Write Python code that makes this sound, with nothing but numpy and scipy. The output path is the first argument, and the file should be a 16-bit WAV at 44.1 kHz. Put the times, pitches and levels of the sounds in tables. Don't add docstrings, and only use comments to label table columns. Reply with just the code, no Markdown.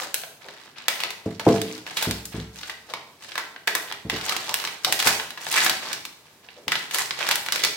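import sys
import numpy as np
from scipy import signal
from scipy.fft import rfft, irfft
from scipy.io import wavfile
from scipy.ndimage import uniform_filter1d

SR = 44100
rng = np.random.default_rng(int(sys.argv[2]) if len(sys.argv) > 2 else 0)


def wav_out(sig):
    wavfile.write(sys.argv[1], SR, np.round(np.clip(np.atleast_2d(sig).T, -1, 1) * 32767).astype(np.int16))


N = 342216

# (frequency [Hz], relative density [dB])
AIR_SPECTRUM = [(20, -11), (150, 0.5), (1000, -7.5), (2300, -22), (14000, -20)]
# (frequency [Hz], correlation [-1..1])
LIKENESS = [(150, 1), (650, 0.92), (1100, 0.86), (2000, 0.24), (6000, -0.33)]
# (start [s], length [s], relative level [dB], treble over 6 kHz [dB])
PULLS = [(0.0, 0.0049, -34.5, 6), (0.421, 0.26, -54, -3.5), (0.771, 0.071, -49, -18), (1, 0.043, -40, -8),
         (1.259, 0.089, -55, 1.5), (1.468, .1, -41, 3.5), (1.684, 0.083, -47.5, 4.5),
         (1.877, .05, -45.5, 1.5), (1.975, 0.05, -40.5, 7), (2.02, .03, -37, -4), (2.338, 0.061, -46, -3),
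         (2.559, 0.14, -49.5, 6), (2.892, 0.024, -49, -0.5), (3.224, 0.1, -50, 2.5),
         (3.873, 0.052, -47.5, -32), (4.122, .6, -41.5, 3), (4.258, 0.05, -43, 10), (4.84, 0.36, -48, 7),
         (5.059, 0.032, -31, 10.5), (5.422, .1, -45, 9), (5.525, 0.13, -29.5, 6.5),
         (5.833, 0.098, -39.5, -1), (6.26, .05, -63.5, -13), (6.443, 0.14, -60.5, -16),
         (6.715, 0.13, -48, 6), (6.945, 0.066, -35, 8), (7.196, 0.13, -33.5, -0.5),
         (7.53, 0.14, -38.5, 3.5)]
# (frequency [Hz], relative density [dB])
FILM_SPECTRUM = [(40, -31.5), (120, -9), (280, -4), (550, -1), (760, 3.5), (1300, 3), (2000, 5),
                 (2800, 3.5), (4000, 3.5), (6000, -1.5), (10000, -7.5), (16000, -9.5)]
# (time [s], relative level [dB], pitch [Hz])
FLEXES = [(0.0, -36, 710), (0.44, -45, 610), (2.609, -44, 3980), (2.884, -44, 590), (2.933, -56, 830),
          (3.368, -33, 1490), (3.667, -32, 1820), (3.746, -32.5, 1230), (4.301, -29.5, 1300),
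          (4.476, -34, 895), (4.865, -30.5, 716), (5.056, -29, 1240), (5.559, -18.5, 2020),
          (6.56, -50, 535)]
# (frequency [Hz], t60 [s])
ROOM_T60 = [(200, 0.71), (2000, 0.52), (5000, .5), (14000, 0.52)]
# (frequency [Hz], level against the direct sound [dB])
ROOM_GAIN = [(100, 6), (400, 6), (800, -1.5), (2000, -2), (5000, -3), (14000, -5.5)]
# (time [s], relative level [dB], panel pitch [Hz], treble over 6 kHz [dB], buckling run [s])
SNAPS = [(0.1427, -29.5, 2980, 16, 0.0024), (0.2352, -36, 714, -16, 0.0023),
         (0.485, -40.0, 650, -11, 0.003), (0.7832, -41.5, 5330, -10, 0.0018),
         (0.8823, -20.5, 2360, 6.5, 0.0021), (1.0026, -31.5, 2720, 2, 0.0064),
         (1.0356, -26.5, 3180, -3, 0.0022), (1.1047, -36, 2840, 5.5, 0.0031),
         (1.3957, -29, 690, -4, 0.0058), (1.489, -36.5, 2840, -1.0, 0.0025),
         (1.6159, -33, 3390, 8.5, 0.0021), (1.8649, -36.5, 1820, -6, 0.0043), (1.9689, -26, 3420, 3, 0.01),
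         (2.0239, -26, 644, 10, 0.009), (2.1103, -30, 3940, 7, 0.002), (2.254, -44, 5340, 17, 0.0034),
         (2.632, -34.5, 4900, -19, 0.003), (2.6959, -33, 1980, -5, 0.0071), (2.937, -28, 680, -8.5, 0.0026),
         (3.3186, -37.5, 5300, -16.0, 0.003), (3.3548, -31.5, 1450, -5, 0.0041),
         (3.378, -27, 1450, -1.5, 0.0053), (3.5616, -40, 1690, -26.0, 0.002), (3.6738, -24, 1820, 4, 0.004),
         (3.6779, -22.5, 1940, -11, 0.0026), (3.751, -24.5, 1570, 9.5, 0.0024),
         (3.914, -34, 750, -18, 0.00088), (3.924, -33.5, 2620, -0.5, 0.0016),
         (4.0981, -25, 2560, -3, 0.0027), (4.1618, -32.5, 850, -4, 0.0035), (4.2116, -35, 4850, -9, 0.0013),
         (4.284, -33, 2800, -3.5, 0.0032), (4.294, -26.5, 4270, 2, 0.0018),
         (4.3224, -31.5, 2970, 0, 0.0029), (4.365, -30.5, 3100, 4, 0.00223),
         (4.4926, -29.5, 5530, -2, 0.0034), (4.5414, -25.5, 2710, 11, 0.0016),
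         (4.5997, -34, 5300, -6, 0.0012), (4.64, -31, 790, -2, 0.0022), (4.65, -28.5, 5400, -6, 0.0022),
         (4.6739, -32.5, 2590, -2, 0.0025), (4.8472, -20, 4530, 2, 0.0015),
         (4.9241, -22.5, 2560, 11.5, 0.0026), (4.9906, -27, 4430, 5, 0.0084),
         (5.0007, -24.5, 3550, 2.0, 0.0022), (5.025, -28, 2110, 6, 0.0027),
         (5.0701, -15.5, 1720, 6.5, 0.0074), (5.198, -29, 2710, -20, 0.0013),
         (5.3053, -38, 2970, 3.5, 0.0017), (5.3744, -35.5, 1360, -8.5, 0.0068),
         (5.4665, -30, 640, -7.5, 0.0034), (5.5138, -41, 3550, 19.5, 0.0028),
         (5.645, -32, 1660, 18, 0.0062), (5.6634, -20.5, 2030, -8.0, 0.0036),
         (5.696, -22.5, 4240, 4, 0.0024), (5.9296, -30, 5530, 4, 0.0042),
         (6.0517, -36.5, 3270, 5.5, 0.0032), (6.487, -43.5, 3060, -42, 0.0015),
         (6.6802, -26, 2840, -2, 0.00291), (6.719, -21, 2010, -2.5, 0.0043),
         (6.7541, -25.5, 3370, -8, 0.0034), (6.91, -35, 2590, 3, 0.005), (6.9451, -29, 3130, 11.5, 0.0024),
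         (6.985, -29, 1760, 11.5, 0.0027), (7.108, -24.5, 5600, -16, 0.0018),
         (7.213, -30, 644, -13, 0.0027), (7.268, -31, 646, -1, 0.0019), (7.289, -25, 1640, 5.5, 0.0016),
         (7.3106, -21.5, 2840, 4.5, 0.0047), (7.356, -30.5, 2970, 14.5, 0.0021),
         (7.4623, -33.5, 2250, 3, 0.003), (7.486, -29.5, 2050, -5, 0.0011), (7.5223, -25, 4550, 7, 0.0025),
         (7.5585, -28.5, 2180, 5.5, 0.0026), (7.637, -19.5, 5170, -1, 0.0046),
         (7.648, -23, 5230, 4.5, 0.0031)]
# (time [s], relative level [dB], softness as a low-pass corner [Hz], relative sub-bass [dB])
KNOCKS = [(1.259, -21, 444, -32), (1.466, -7, 725, -32), (1.498, -16, 600, -33), (1.541, -19.5, 606, -35),
          (2.07, -15, 227, -1), (2.341, -24, 260, 4), (2.377, -21, 170, 4), (4.05, -29, 355, 4),
          (4.127, -28, 600, -7), (5.06, -30, 895, -1), (6.67, -38, 607, -12)]
# (frequency [Hz], relative level [dB], t60 [s])
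DESK_MODES = [(109.8, 3, 0.23), (167, -0.5, 0.34), (199, 1, 0.38), (246.8, 5.5, 0.18), (312, 6.5, 0.18),
              (311, -20, 1.4), (364, 5, .18), (414, 0, 0.22), (441.7, 4, 0.34), (503.4, -1, .2),
              (678.5, 4, 0.29), (800, 0, 0.21), (1145, -6, 0.13)]
# (frequency [Hz], relative density [dB])
THUD_SPECTRUM = [(30, -47), (105, 0), (300, 2.5), (500, 4.5), (1400, -3), (4000, -23.5)]

HISS_GAIN = .3
CATCH_DB = -59
TAKE_UP_DB_PER_S, EASE_DB_PER_S, SETTLE_DB_PER_S = 542, 7.5, 245.5
SHAKE_DB, SHAKE_TREBLE_DB, SHAKE_DB_PER_S = -26, -17.5, 157
HELD_DB, HELD_TREBLE_DB = -66, 6.5
EDGE_HZ = 16100


def amp(db):
    return 10 ** (np.asarray(db) / 20)


def unit(x):
    return x / np.sqrt(np.mean(x ** 2) + 1e-20)


def read(points, hz):
    f, value = np.transpose(points)
    return np.interp(np.log(hz + 1), np.log(f + 1), value)


def bins(size):
    return np.fft.rfftfreq(size, 1 / SR)


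def add(mix, start_s, sound):
    part = mix[:, max(round(start_s * SR), 0):][:, :sound.shape[-1]]
    part += sound[..., :part.shape[1]]


def causal(gain):
    log = np.log(np.maximum(gain, 1e-5))
    mirrored = np.r_[log, log[-2:0:-1]]
    return np.exp(np.conj(signal.hilbert(mirrored)))[:len(gain)]


def diffuse(pair):
    a, b = rfft(pair)
    same = np.clip(read(LIKENESS, bins(pair.shape[1])), -1, 1)
    mid = a * np.sqrt((1 + same) / 2)
    side = b * np.sqrt((1 - same) / 2)
    return np.array([mid + side, mid - side])


def treble_share(hz, corner_hz=6000):
    return 1 - 1 / (1 + (hz / corner_hz) ** 5)


def resonance(hz, pitch_hz, sharpness):
    return 1 / (1 + 1j * sharpness * (hz / pitch_hz - pitch_hz / hz))


def air(level_db=-59):
    noise = diffuse(rng.standard_normal((2, N)))
    return amp(level_db) * unit(irfft(noise * amp(read(AIR_SPECTRUM, bins(N)))))


def effort(step_size=32):
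    t = np.arange(0, N, step_size) / SR
    parts = [(np.full(len(t), HELD_DB), HELD_TREBLE_DB)]
    for start_s, length_s, db, treble_db in PULLS:
        age_s = t - start_s
        drop_db = TAKE_UP_DB_PER_S * np.maximum(-age_s, 0)
        drop_db += EASE_DB_PER_S * np.clip(age_s, 0, length_s)
        drop_db += SETTLE_DB_PER_S * np.maximum(age_s - length_s, 0)
        parts.append((db - drop_db, treble_db))
    for start_s, db, *_ in SNAPS:
        shake_db = db + SHAKE_DB - SHAKE_DB_PER_S * (t - start_s)
        parts.append((np.where(t < start_s, -np.inf, shake_db), SHAKE_TREBLE_DB))
    power = sum(amp(db) ** 2 for db, _ in parts)
    treble = sum(amp(db + treble_db) ** 2 for db, treble_db in parts) / power
    return [np.interp(np.arange(N) / SR, t, np.sqrt(p)) for p in (power, treble)]


def ticks(per_s, spread_db):
    at = np.flatnonzero(rng.random(N) < per_s / SR)
    chance, side = rng.random(N)[at], 2 * rng.random(N)[at] - 1
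    height = amp(spread_db * np.minimum(-np.log(chance), 4))
    out = np.zeros((2, N))
    out[:, at] = height * (1 + side * np.array([[1], [-1]]))
    return unit(out)


def facets(per_s=60, spread_db=4.0, sharpness=3.4, count=14):
    hz = bins(N) + 1
    rings = np.array([resonance(hz, f, sharpness) for f in np.geomspace(650, 8000, count)])
    clicks = sum(rfft(ticks(per_s, spread_db)) * ring for ring in rings)
    return clicks / np.sqrt((abs(rings) ** 2).sum(0).max())


def crackles(per_s=60, spread_db=0.5, run_s=0.0051, top_hz=7000):
    runs = signal.lfilter([1], [1, -np.exp(-1 / (run_s * SR))], ticks(per_s, spread_db))
    slips = irfft(diffuse(rng.standard_normal((2, N))))
    return rfft(unit(runs * slips)) / (1 + 1j * bins(N) / top_hz)


def rustle(crackle_gain=0.98, level_db=8.0):
    (level, treble), hz = effort(), bins(N)
    caught = level ** 2 / (level ** 2 + amp(CATCH_DB) ** 2)
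    clicks = rfft(caught * irfft(facets() + crackle_gain * crackles()))
    hiss = HISS_GAIN * diffuse(rng.standard_normal((2, N)))
    z = (clicks + hiss) * causal(amp(read(FILM_SPECTRUM, hz)))
    high = treble_share(hz)
    sheet = irfft(z * (1 - high)) + irfft(z * high) * treble
    strength = np.sqrt(uniform_filter1d(np.mean(unit(irfft(z)) ** 2, 0), size=3000))
    return sheet / strength * level * amp(level_db)


def flexes(sharpness=3, swell_s=0.015, per_s=900, level_db=0, size=8192):
    out, hz = np.zeros((2, N)), bins(size) + 1
    u = np.arange(size) / SR / swell_s
    for start_s, db, pitch_hz in FLEXES:
        slips = diffuse(rng.standard_normal((2, size)) * (rng.random(size) < per_s / SR))
        rasp = unit(irfft(slips * resonance(hz, pitch_hz, sharpness)))
        add(out, start_s, amp(db + level_db) * rasp * u * np.exp(1 - u))
    return out


def room(x, first_s=0.0015, size=32768):
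    taps = rng.standard_normal((2, size)) * (rng.random((2, size)) < .2)
    hz, t, z = signal.stft(unit(irfft(diffuse(taps))), SR, nperseg=256)
    t60 = np.maximum(read(ROOM_T60, hz), .05)[:, None]
    z = z * amp(read(ROOM_GAIN, hz)[:, None] - 60 * t / t60)
    z = z * np.sqrt(2 * np.log(1000) / (t60 * SR))
    onset = np.clip(np.arange(size) / SR / first_s - .5, 0, 1)
    tail = signal.istft(z, SR, nperseg=256)[1][:, :size] * onset
    return signal.fftconvolve(x, tail, axes=1)[:, :N]


def snaps(ring_db=6.0, ring_octaves=0.63, shed_db=-6, shed_share=0.2, lag_s=.00004, flutter_gain=0.95,
          apart=0.21, swell=0.11, fade=0.51, linger=2.25, level_db=0, size=2048, count=8):
    out, hz, t = np.zeros((2, N)), bins(size), np.arange(size) / SR
    for start_s, db, pitch_hz, treble_db, run_s in SNAPS:
        run_s = max(run_s, .001)
        when = (np.arange(count) + rng.random(count)) / count
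        height = rng.standard_normal((2, count))
        lag = rng.normal(0, lag_s, count)
        height = np.sign(height[0]) + apart * height[1] * np.array([[1], [-1]])
        height = height * (1 - np.exp(-when / swell)) * np.exp(-when / fade)
        arrive_s = when * run_s + np.array([0 * lag, lag])
        jumps = (height[..., None] * np.exp(-2j * np.pi * hz * arrive_s[..., None])).sum(1)
        envelope = np.exp(-t / (linger * run_s)) * (1 - np.exp(-t / (swell * run_s)))
        flutter = diffuse(rng.standard_normal((2, size)) * envelope)
        z = jumps / np.sqrt(np.mean(abs(jumps) ** 2))
        z = z + flutter_gain * flutter / np.sqrt(np.mean(abs(flutter) ** 2))
        broad = np.sqrt(uniform_filter1d(np.mean(abs(z) ** 2, 0), size=70))
        panel_db = ring_db / (1 + (np.log2((hz + 1) / pitch_hz) / ring_octaves) ** 2)
        panel_db += shed_db / (1 + (hz / (shed_share * pitch_hz)) ** 4)
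        colour = amp(read(FILM_SPECTRUM, hz) + panel_db + treble_db * treble_share(hz))
        fade_out = np.minimum(2 - 2 * t / t[-1], 1)
        crack = irfft(z * causal(colour / broad)) * fade_out
        add(out, start_s, amp(db + level_db + 30) * crack)
    return out


def knocks(ring_db=-9.0, thud_db=-3.0, thud_s=0.022, sub_hz=65, sub_t60_s=0.69, sub_db=-15, size=32768):
    out, hz, t = np.zeros((2, N)), bins(size), np.arange(size) / SR
    ring = np.zeros(size)
    for k, (f, db, t60_s) in enumerate(DESK_MODES):
        ring += amp(db - 60 * t / t60_s) * np.sin(2 * np.pi * f * t) * (-1) ** (k // 2)
    boom = amp(sub_db - 60 * t / sub_t60_s) * np.sin(2 * np.pi * sub_hz * t)
    settle = (1 + t / thud_s) * np.exp(-t / thud_s)
    for start_s, db, soft_hz, boom_db in KNOCKS:
        judder = irfft(diffuse(rng.standard_normal((2, size))) * amp(read(THUD_SPECTRUM, hz)))
        thud = amp(thud_db) * unit(judder * settle) * np.sqrt(np.mean(settle ** 2))
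        blow = causal(1 / (1 + (hz / soft_hz) ** 2) ** 0.95)
        body = amp(ring_db) * ring + thud + amp(boom_db) * boom
        add(out, start_s, amp(db) * irfft(rfft(body) * blow))
    return out


def scene(right_db=0.36, knock_wet_db=-14):
    film = (rustle() + flexes() + snaps()) * amp([[-right_db], [right_db]])
    film[1] = np.roll(film[1], 2)
    desk = knocks()
    return air() + film + desk + room(film + amp(knock_wet_db) * desk)


def record(dry, low_cut_hz=62):
    thin = signal.sosfilt(signal.butter(2, low_cut_hz, "high", fs=SR, output="sos"), dry)
    edge = signal.firwin(255, EDGE_HZ, window=("kaiser", 8), fs=SR)
    return signal.oaconvolve(np.tanh(thin), edge[None], "same", axes=1)


dry = scene()
out = record(dry)
wav_out(out)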